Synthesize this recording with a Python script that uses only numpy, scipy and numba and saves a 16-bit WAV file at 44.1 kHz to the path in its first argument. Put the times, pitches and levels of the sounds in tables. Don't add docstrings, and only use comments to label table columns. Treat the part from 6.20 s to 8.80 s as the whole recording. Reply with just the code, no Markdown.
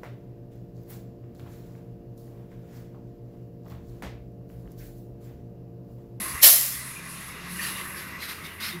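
import sys
import numpy as np
from scipy import signal
from scipy.io import wavfile
from scipy.ndimage import uniform_filter1d
from numba import njit

SR = 44100
rng = np.random.default_rng(int(sys.argv[2]) if len(sys.argv) > 2 else 0)


def linear_from_db(decibels):
    return 10 ** (np.asarray(decibels, float) / 20)


def persist_wave(psi):
    counts = np.round(np.clip(psi, -1, 1) * 32767).astype(np.int16)
    wavfile.write(sys.argv[1], SR, np.atleast_2d(counts).T)


N = 114660
T = np.arange(N) / SR
GUST_DB = 0.7


def unit(x):
    return x / np.sqrt(np.mean(x ** 2))


def curve(rows, axis):
    return np.interp(T, np.array(rows)[:, 0], np.array(rows)[:, axis])


def at(rows, hz):
    return np.interp(np.log(hz), np.log(np.array(rows)[:, 0]), np.array(rows)[:, 1])


@njit
def svf(x, hz, width):
    y, b, l = np.empty(len(x)), 0., 0.
    for i in range(len(x)):
        g, k = np.tan(np.pi * hz[i] / SR), width[i] / hz[i]
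        v = (b + g * (x[i] - l)) / (1 + g * (g + k))
        b, l, y[i] = 2 * v - b, l + 2 * g * v, k * v
    return y


def band(x, hz, width):
    return svf(x, np.clip(hz + 0 * T, 15, .45 * SR), width + 0 * T)


def noise_band(hz, first_width, second_width):
    once = band(rng.standard_normal(N), hz, first_width)
    return unit(band(once, hz, second_width))


def walk(rate):
    hold = int(SR / rate)
    steps = np.repeat(rng.standard_normal(N // hold + 1), hold)
    return 1.29 * uniform_filter1d(uniform_filter1d(steps, hold), hold)[:N]


def hiss(colour, flicker_db, extra_db=lambda hz: 0):
    out, power = 0, 0
    octaves = np.log2(colour[-1][0] / colour[0][0])
    for hz in colour[0][0] * 2 ** np.arange(0, octaves + .1, 1 / 3):
        noise = noise_band(hz, hz / 3, hz / 3)
        gain = linear_from_db(at(colour, hz)) * np.sqrt(hz)
        out = out + gain * linear_from_db(flicker_db * walk(14) + extra_db(hz)) * noise
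        power = power + gain ** 2
    return out / np.sqrt(power)


def rings(modes):
    return sum(linear_from_db(db + 2 * walk(30.31)) * noise_band(hz, width, 1.14 * width) for hz, width, db in modes)


def road_wash():
    # frequency in Hz, level in dB per Hz.
    road = [(16, -10), (40, -14.5), (150, -1), (500, -12), (1300, -10), (2700, -13.5), (5000, -21),
            (15500, -40.5)]
    # frequency in Hz, width in Hz, level in dB.
    tread = [(1115, 300, -7), (1620, 260, -13), (1980, 320, -4), (2420, 300, -13), (2730, 170, -12),
             (3730, 130, -23)]
    # time in seconds, roar in dB, tread in dB, brightness in dB per octave.
    near = [(0, -38, -43, 0), (.2, -43, -37, 5), (.5, -47.5, -43, 10), (.82, -44.5, -44.5, 2.5),
            (1.05, -45.5, -43.5, 4), (1.25, -42.5, -45, 0.5), (1.45, -44, -40, 5.5), (1.63, -42, -40, -5.5),
            (1.8, -43.5, -41.5, -1.5), (1.96, -43.5, -43, -1.5), (2.2, -44, -47, 0.5),
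            (2.37, -45, -46, -5.5), (2.6, -44.5, -45.5, -5)]

    def brightness_db(hz):
        return curve(near, axis=3) * np.clip(np.log2(hz / 2200), 0, 1.5)

    roar = hiss(road, 1.9, brightness_db)
    wash = linear_from_db(curve(near, axis=1)) * roar + linear_from_db(curve(near, axis=2)) * rings(tread)
    dip = 0.5 * band(wash, 3170, 450)
    return wash - dip


def tread_hum():
    # time in seconds, frequency in Hz, level in dB.
    hum_track = [(.6, 163, -53), (.72, 166.5, -58), (.82, 172, -47), (.95, 172, -47), (1.05, 171.9, -58),
                 (1.17, 174.1, -51), (1.33, 177, -39), (1.42, 184, -44), (1.6, 185.7, -47.5),
                 (1.8, 189, -51), (1.9, 182, -53), (2.1, 186, -55)]
    fade_s = 0.17
    fade = np.clip((T - .45) / fade_s, 0, 1) * np.clip((2.25 - T) / fade_s, 0, 1)
    hz = curve(hum_track, axis=1) * (1 + .004 * walk(20))
    return 1.19 * fade * linear_from_db(curve(hum_track, axis=2)) * np.sin(2 * np.pi * np.cumsum(hz) / SR)


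def leak():
    # time in seconds, level in dB, centre in Hz.
    leak_track = [(0, -33.5, 10950), (.07, -33.5, 10700), (.2, -41, 10900), (.6, -43, 10000),
                  (.72, -43.5, 10400), (.82, -52.5, 10400), (.88, -46, 10350), (1.08, -47.5, 10560),
                  (1.21, -56.5, 10970), (1.28, -52.5, 11000), (1.31, -44.5, 10800), (1.45, -37.5, 10850),
                  (1.62, -44, 10800), (1.8, -46, 11100), (1.9, -51.5, 11360), (1.98, -61, 11200),
                  (2.2, -55.5, 10900), (2.6, -56.5, 10670)]
    # time in seconds, width in Hz.
    leak_width = [(0, 1800), (.2, 2000), (.5, 3300), (1.25, 3300), (1.45, 2600), (2.6, 2800)]
    hz, width = curve(leak_track, axis=2), curve(leak_width, axis=1)
    core = noise_band(hz, width, width)
    skirt = unit(band(rng.standard_normal(N), hz, 6400))
    return linear_from_db(curve(leak_track, axis=1) + .9 * walk(60.3)) * (core + linear_from_db(-3) * skirt)


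def turbo():
    # time in seconds, whistle frequency in Hz, level in dB.
    spool = [(1.75, 7950, -78), (1.92, 8250, -64), (2.15, 8850, -61), (2.4, 9500, -65), (2.6, 10100, -70)]
    hz, air = curve(spool, axis=1), rng.standard_normal(N)
    whistle = unit(band(air, hz, 60))
    vanes = unit(band(air, 1.47 * hz, 900))
    return linear_from_db(curve(spool, axis=2)) * (whistle + 2 * vanes)


def load_booms():
    # time in seconds, frequency in Hz, level in dB, rise in seconds, fall in seconds.
    surges = [
        (.0, 210, -36, 0.012, 0.027),
        (.57, 70.5, -48, 0.024, .04),
        (2.45, 209.3, -48, 0.11, 0.094),
        (0.152, 68, -32, 0.013, 0.01),
        (.28, 381, -42, 0.023, 0.023),
        (1.62, 364, -48, 0.026, 0.048),
        (1.8, 360, -50, 0.044, .04),
        (1.4, 215, -52, .1, .1),
        (2.555, 350, -39, 0.027, 0.024),
        (2.57, 172, -39.5, 0.028, .06),
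    ]
    out = 0
    for start, hz, db, rise, fall in surges:
        swell = np.exp(-((T - start) / np.where(T < start, rise, fall)) ** 2)
        out = out + linear_from_db(db) * swell * np.sin(2 * np.pi * hz * T + .5 * walk(44))
    return out


def engine():
    # time in seconds, firing rate in Hz.
    revs = [(0, 64), (.2, 63), (.6, 65), (.9, 66.5), (1.15, 66), (1.35, 70), (1.76, 75.5), (2.0, 78.5),
            (2.2, 80.5), (2.4, 85), (2.6, 88)]
    # time in seconds, rough level in dB, first harmonic in dB, second harmonic in dB.
    engine_levels = [(0, -59, -53, -52), (.15, -52, -50, -47.5), (.3, -52, -58, -50.5),
                     (.6, -53, -54, -49.5), (.9, -50, -53, -50.5), (1.2, -55, -51.5, -53.5),
                     (1.4, -56, -49, -53), (1.75, -61, -53, -66), (2, -59, -53, -63),
                     (2.25, -56, -57.5, -52), (2.42, -55, -51.5, -64), (2.6, -53, -57, -48)]
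    # frequency in Hz, width in Hz, level in dB.
    pipe_modes = [(79, 24, -5), (106, 9.4, -14.5), (132, 20, -18.5), (208.6, 21, -8)]
    phase = np.cumsum(curve(revs, axis=1) * (1 + .008 * walk(24.7))) / SR
    firing = phase.astype(int)
    scatter_db = 1.6 * np.clip(rng.standard_normal(400), -2, 2)
    lump_db = 2 * (np.arange(400) % 2)
    size = linear_from_db(scatter_db + lump_db)[firing]
    pulses = size * (np.diff(firing, prepend=0) > 0)
    pipe = sum(linear_from_db(db) * unit(band(band(pulses, hz, width), hz, 2 * width)) for hz, width, db in pipe_modes)
    decay = np.exp(-(phase % 1) / .4)
    clatter = unit(size * decay * band(rng.standard_normal(N), 2000, 1100))
    rough = linear_from_db(curve(engine_levels, axis=1)) * (linear_from_db(-4) * pipe + linear_from_db(-10) * clatter)
    drone = sum(np.sqrt(2) * linear_from_db(curve(engine_levels, axis=1 + order) - 1) * np.sin(2 * np.pi * order * phase)
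                for order in (1, 2))
    return rough + drone


def squeaks():
    # time in seconds, frequency in Hz, level in dB, half length in seconds.
    rubs = [(1.42, 1850, -37, .04), (1.485, 1830, -41, .025), (1.56, 2800, -48, .08),
            (1.56, 3700, -47, .02), (1.59, 3950, -48, .02), (1.405, 2520, -39, .015),
            (1.44, 2820, -40, .06), (1.435, 4560, -44, .02), (1.49, 4100, -48, .04), (1.62, 1150, -44, .07),
            (1.612, 2000, -43, .015), (1.655, 1800, -44, .025), (1.84, 1500, -52, .1),
            (2.03, 4100, -46, .03), (2.1, 4000, -47, .025), (2.535, 3700, -49, .03),
            (1.785, 4600, -52, .03), (1.78, 5350, -54, .03), (2.035, 2180, -45, .02), (2.1, 2060, -43, .02),
            (2.27, 2170, -45, .035), (2.27, 3620, -50, .03), (2.43, 2130, -42, .03),
            (2.44, 3750, -44, .022), (2.47, 4200, -46, .035), (2.43, 4900, -46, .015),
            (2.475, 5250, -44, .035), (2.51, 2100, -45, .04), (.04, 2000, -43, .07), (.06, 1050, -45, .08),
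            (.1, 4700, -51, .04), (1.75, 1700, -47, .06), (1.94, 1950, -46, .04), (2.22, 1250, -49, .04),
            (.55, 3350, -52, .03), (1.13, 3720, -57, .07), (1.16, 2750, -54, .06), (.78, 1600, -52, .06),
            (.8, 2400, -52, .1), (1.11, 2150, -50, .015), (2.32, 2900, -52, .04)]
    out = 0
    for start, hz, db, half in rubs:
        hush = noise_band(hz, hz / 11, hz / 11)
        tone = linear_from_db(-6) * np.sin(2 * np.pi * hz * T + walk(hz / 20))
        stutter = linear_from_db(3 * walk(90))
        out = out + linear_from_db(db) * np.exp(-((T - start) / half) ** 2) * stutter * (hush + tone)
    return out


def puff_air(puffs, colour):
    env = 0
    for start, db, rise, hold, fall in puffs:
        swell = np.clip((T - start) / rise, 0, 1) ** 1.5
        env = env + linear_from_db(db - fall * np.maximum(T - start - rise - hold, 0)) * swell
    return env * linear_from_db(GUST_DB * walk(150)) * hiss(colour, 1.2)


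def trailer_springs():
    # start in seconds, level in dB, rise in seconds, hold in seconds, fall in dB per second.
    rear_puffs = [
        (1.975, -38, 0.052, 0.024, 220),
        (2.075, -38, 0.018, 0.017, 202),
        (2.232, -45, 0.011, 0.027, 201.2),
        (2.396, -38, 0.01, .02, 199.7),
        (2.41, -36.5, 0.039, 0.043, 170),
    ]
    # frequency in Hz, level in dB per Hz.
    rear_colour = [(470, -59), (800, -43), (953, -4.5), (1940, -1), (2930, -5.5), (4100, -2), (7850, -19.5),
                   (10800, -3.5), (15800, -21)]
    return puff_air(rear_puffs, rear_colour)


def tractor_springs():
    # start in seconds, level in dB, rise in seconds, hold in seconds, fall in dB per second.
    front_puffs = [
        (1.375, -37.5, 0.055, 0.062, 100),
        (1.56, -48, 0.016, 0.058, 116),
        (1.75, -46, 0.02, 0.035, 150),
    ]
    # frequency in Hz, level in dB per Hz.
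    front_colour = [(470, -55), (800, -31), (929, -6), (1850, -9.5), (3450, -11), (4420, -10),
                    (7660, -19.5), (11000, -14), (15800, -21)]
    return puff_air(front_puffs, front_colour)


def blast():
    # time in seconds, level in dB.
    flow = [
        (.208, -62),
        (.214, -30.5),
        (.224, -22.5),
        (.232, -9),
        (.27, -10.5),
        (.3, -13),
        (.4, -21.5),
        (.55, -31.5),
        (.8, -66),
    ]
    # frequency in Hz, level in dB per Hz.
    jet_colour = [(180, -54), (300, -55), (665, -10), (1290, -19.5), (1740, -10), (5290, -7.5), (9000, -9),
                  (11300, 1), (15800, -7.5)]
    # frequency in Hz, power without unit.
    jet_power = [(400, 1.2), (1200, 1.4), (3000, 1.39), (7000, 1.06), (12000, 1.16)]
    # frequency in Hz, width in Hz, level in dB.
    nozzle = [(650, 180, -25), (3100, 250, -23), (4150, 380, -18.5), (5300, 450, -15.5), (6400, 400, -22),
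              (7550, 300, -21), (10450, 900, -11), (11500, 1300, -8), (12350, 800, -12), (13300, 600, -14)]
    flow_db = curve(flow, axis=1)
    below_top_db = flow_db - max(db for _, db in flow)
    jet = hiss(jet_colour, 1.0, lambda hz: (at(jet_power, hz) - 1) * below_top_db)
    tones = linear_from_db(0.33 * below_top_db) * rings(nozzle)
    is_open = (T > flow[0][0]) * (T < flow[-1][0])
    return is_open * linear_from_db(flow_db + GUST_DB * walk(400)) * (jet + tones)


def scene():
    rolling = road_wash() + tread_hum()
    power_unit = turbo() + load_booms() + engine()
    air = leak() + trailer_springs() + tractor_springs() + blast()
    mono = rolling + power_unit + air + squeaks()
    mono = mono - 0.54 * band(mono, 789, 350)
    return np.array([mono, mono])


def band_limit(x):
    return signal.sosfilt(signal.butter(12, 15800, fs=SR, output="sos"), x)


def record(dry):
    clipped = np.clip(dry, -.9, .9)
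    low_pass = signal.ellip(10, .2, 70, 15760, fs=SR, output="sos")
    return band_limit(signal.sosfilt(low_pass, clipped))


dry = scene()
out = record(dry)
persist_wave(out)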